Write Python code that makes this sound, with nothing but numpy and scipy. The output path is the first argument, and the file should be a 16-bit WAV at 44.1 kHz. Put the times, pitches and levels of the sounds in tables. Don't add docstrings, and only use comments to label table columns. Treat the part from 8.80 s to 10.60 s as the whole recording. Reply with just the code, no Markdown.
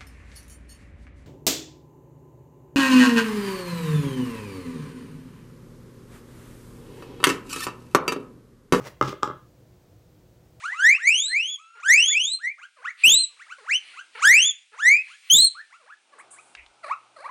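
import sys
import numpy as np
from scipy import signal
from scipy.fft import rfft, irfft
from scipy.io import wavfile
from scipy.ndimage import uniform_filter1d

SR = 44100
rng = np.random.default_rng(int(sys.argv[2]) if len(sys.argv) > 2 else 0)


def dump_mix(stems):
    frames = np.atleast_2d(stems).T
    limited = np.clip(frames, -1, 1)
    pcm = np.round(limited * 32767).astype(np.int16)
    wavfile.write(sys.argv[1], SR, pcm)


N = 79380

# pitch_hz, level_db, t60_s
TABLE_MODES = [(59.66, -47.5, 0.38), (132.5, -29.5, 0.33), (167.2, -45.5, .5), (222, -44.5, .12),
               (362, -38, .1), (430, -37.5, .08)]
# pitch_hz, level_db, t60_s
RIM_MODES = [(2096, -29.5, 0.15), (2862, -46.5, 0.24)]


def from_db(db):
    return 10 ** (np.asarray(db) / 20)


def unit_rms(x):
    return x / np.sqrt(np.mean(x ** 2) + 1e-20)


def at_hz(curve, hz):
    freqs, values = np.transpose(curve)
    return np.interp(np.log(hz + 1e-9), np.log(freqs), values)


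def passed(x, hz, kind):
    return signal.sosfilt(signal.butter(4, hz, kind, fs=SR, output="sos"), x)


def coloured(x, colour):
    gain = unit_rms(from_db(at_hz(colour, np.fft.rfftfreq(2 * N, 1 / SR))))
    cepstrum = irfft(np.log(gain))
    cepstrum[1:N] *= 2
    cepstrum[N + 1:] = 0
    return irfft(rfft(x, 2 * N) * np.exp(rfft(cepstrum)))[:N]


def clicks(start_s, level_db):
    out = np.zeros(N)
    np.add.at(out, np.clip(start_s * SR, 0, N - 1).astype(int), from_db(level_db))
    return out


def decay(t60_s):
    return np.exp(-np.log(1000) * np.arange(N) / SR / t60_s)


def ringing(force, hz, t60_s):
    radius, angle = from_db(-60 / (t60_s * SR)), 2 * np.pi * hz / SR
    return signal.lfilter([0, np.sin(angle)], [1, -2 * radius * np.cos(angle), radius ** 2], force + 1e-18)


def friction(pressure, colour):
    catches_per_s, spread_db = 2400, 2.5
    time_s, level_db = np.transpose(pressure)
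    sizes = from_db(spread_db * np.minimum(rng.exponential(1, N), 4)) * rng.choice([-1, 1], N)
    catches = unit_rms(sizes * (rng.random(N) < catches_per_s / SR))
    envelope = from_db(np.interp(np.arange(N) / SR, time_s, level_db, left=-np.inf, right=-np.inf))
    return coloured(catches * envelope, colour)


def rub():
    # time_s, level_db
    pressure = [(0, -49.5), (.035, -52.5), (.054, -41), (.073, -38.5), (.086, -41.5), (.090, -77.5),
                (.11, -100)]
    # freq_hz, relative_db
    colour = [(100, -6), (300, -1), (480, 5.5), (590, 12.5), (720, -2), (900, 3), (1200, -2.5),
              (2000, -2.5), (2400, -5.5), (4000, -12.5), (5600, -9.5), (7800, -17.5), (10300, -21),
              (14500, -24.5)]
    return friction(pressure, colour)


def struck(modes, start_s, level_db):
    uneven_db = rng.standard_normal((len(start_s), len(modes)))
    return sum(ringing(clicks(start_s, level_db + mode_db + uneven_db[:, k]), hz, t60_s)
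               for k, (hz, mode_db, t60_s) in enumerate(modes))


def rim_tick(start_s, level_db):
    # freq_hz, relative_db
    colour = [(800, -8), (1800, -5.5), (2400, 6), (3700, -0.5), (4200, -3.5), (5200, 0.5), (7500, -7.5),
              (10300, -23.5), (11700, -22), (15500, -33)]
    envelope = signal.fftconvolve(clicks(start_s, level_db - 21.5), decay(t60_s=0.013))[:N]
    return coloured(envelope * rng.standard_normal(N), colour)


def knocks():
    # start_s, level_db, then offsets wall_db, thud_db, tick_db, rim_db
    contacts = [(.001, -31, -2.5, 5.5, -14, -10.5), (.009, -27.5, 3.5, 19, -21, -6),
                (.2118, -1.5, 3.5, -1.5, -2, -1.5), (0.2256, -6.5, -6.5, 8.5, 0.5, -2),
                (0.248, -25.5, 2, 14, -10, -1), (0.3282, -21, 9.5, -2, -13, 4),
                (.426, -21.5, 1, -1, -2.5, -13.5), (.431, -1.85, -6, -7.5, 0.5, -12.5),
                (.457, -21, -6.5, 7.5, -13, -16), (0.475, -16, 5, 5, -5.5, -9),
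                (0.4996, -17.5, 5.5, 5.5, -22, -9), (0.511, -19.5, 1.5, 7, -20, -11)]
    # pitch_hz, level_db, t60_s
    base_modes = [(855, -24.5, 0.0763), (1070, -27, 0.026), (1136, -28, 0.039), (1212, -8.5, 0.025),
                  (1218, -29, 0.18), (1289.5, -15.5, 0.0446), (1450, -28, 0.066), (1647, -26, 0.063)]
    # pitch_hz, level_db, t60_s
    wall_modes = [(335, -27.5, 0.02), (399, -23, 0.054), (500, -17, 0.018), (578, -22, .05)]
    # pitch_hz, width_hz
    notches = [(715, 140), (1840, 192)]
    radiates_above_hz, contact_soft_hz = 240, 1600
    start_s, level_db, wall_db, thud_db, tick_db, rim_db = np.transpose(contacts)
    shell = struck(base_modes, start_s, level_db) + struck(wall_modes, start_s, level_db + wall_db)
    for hz, width_hz in notches:
        shell = signal.lfilter(*signal.iirnotch(hz, hz / width_hz, fs=SR), shell)
    thud = struck(TABLE_MODES, start_s, level_db + thud_db)
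    body = passed(shell, radiates_above_hz, "high") + thud
    tick = rim_tick(start_s, level_db + tick_db)
    rim = struck(RIM_MODES, start_s, level_db + rim_db)
    return passed(body, contact_soft_hz, "low") + rim + tick


def driven(modes, force):
    return sum(from_db(level_db) * ringing(force, hz, t60_s) for hz, level_db, t60_s in modes)


def skid():
    # time_s, level_db
    pressure = [(.222, -60), (.242, -37.5), (.268, -42), (.284, -35), (.297, -38), (.306, -47), (.328, -44),
                (.342, -80.5)]
    # freq_hz, relative_db
    colour = [(100, 4), (380, 13.5), (700, -4), (850, 6.5), (980, -3), (1250, -0.5), (1750, -3.5),
              (2900, 0.5), (3900, -3.5), (4400, -4), (5400, -1), (7200, -10.5), (10300, -22.5),
              (12000, -21.5), (14500, -25)]
    scrape = friction(pressure, colour)
    return scrape + from_db(-14) * driven(RIM_MODES, scrape) + from_db(-21) * driven(TABLE_MODES, scrape)


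def diffuse_tail(t60_s):
    build_s, even_hz = .008, 40
    build = 1 - np.exp(-(np.arange(N) / SR / build_s) ** 2)
    half_decay = decay(2 * t60_s)
    spectrum = rfft(build * half_decay * rng.standard_normal(N))
    power = uniform_filter1d(np.abs(spectrum) ** 2, size=int(even_hz * N / SR))
    return unit_rms(irfft(spectrum / np.sqrt(power), N) * half_decay) / np.sqrt(N)


def room(direct):
    # delay_s, level_db
    reflections = [(.0024, -19), (.0062, -17), (.0098, -12)]
    # freq_hz, t60_s
    ring_times = [(120, 0.18), (400, 0.17), (1200, 0.29), (2000, 0.32), (3300, 0.34), (6000, 0.15),
                  (14000, 0.17)]
    # freq_hz, relative_db
    colour = [(100, -9), (350, -2.5), (700, -3), (1200, -5.5), (2500, -4), (6000, -7.5), (14000, -0.5)]
    dull_hz, tail_db = 3700, -3
    response = passed(clicks(*np.transpose(reflections)), dull_hz, "low")
    edges_hz = np.geomspace(55, 17000, 13)
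    for low, high in zip(edges_hz, edges_hz[1:]):
        centre_hz = np.sqrt(low * high)
        tail = passed(diffuse_tail(at_hz(ring_times, centre_hz)), [low, high], "band")
        response += tail * from_db(tail_db + at_hz(colour, centre_hz))
    return direct + signal.fftconvolve(direct, response)[:N]


def ventilation():
    # freq_hz, relative_db
    colour = [(25, -21), (50, -2), (90, -2.5), (125, -2), (215, -11), (330, -14.5), (560, -14.5),
              (820, -21.5), (1100, -27), (2500, -32.5), (6700, -34.5), (10400, -40.5), (14000, -37)]
    # pitch_hz, rms_db
    hum_lines = [(119, -61.5), (161.5, -68.5), (306.8, -69.5), (360.7, -68.5), (489.9, -73.5)]
    rumble_db, waver_depth = -56.5, .4
    t = np.arange(N) / SR
    bed = from_db(rumble_db) * unit_rms(coloured(rng.standard_normal(N), colour))
    for hz, rms_db in hum_lines:
        waver = signal.resample(rng.standard_normal(24) + 1j * rng.standard_normal(24), N)
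        tone = np.exp(2j * np.pi * (hz * t + rng.random()))
        bed += from_db(rms_db) * unit_rms(np.real((1 + waver_depth * waver) * tone))
    return bed


def scene():
    tub = passed(knocks() + rub() + skid(), hz=42, kind="high")
    return (room(tub) + ventilation())[None]


def record(dry):
    return signal.sosfilt(signal.ellip(10, .1, 80, 15800, fs=SR, output="sos"), dry)


dry = scene()
out = record(dry)
dump_mix(out)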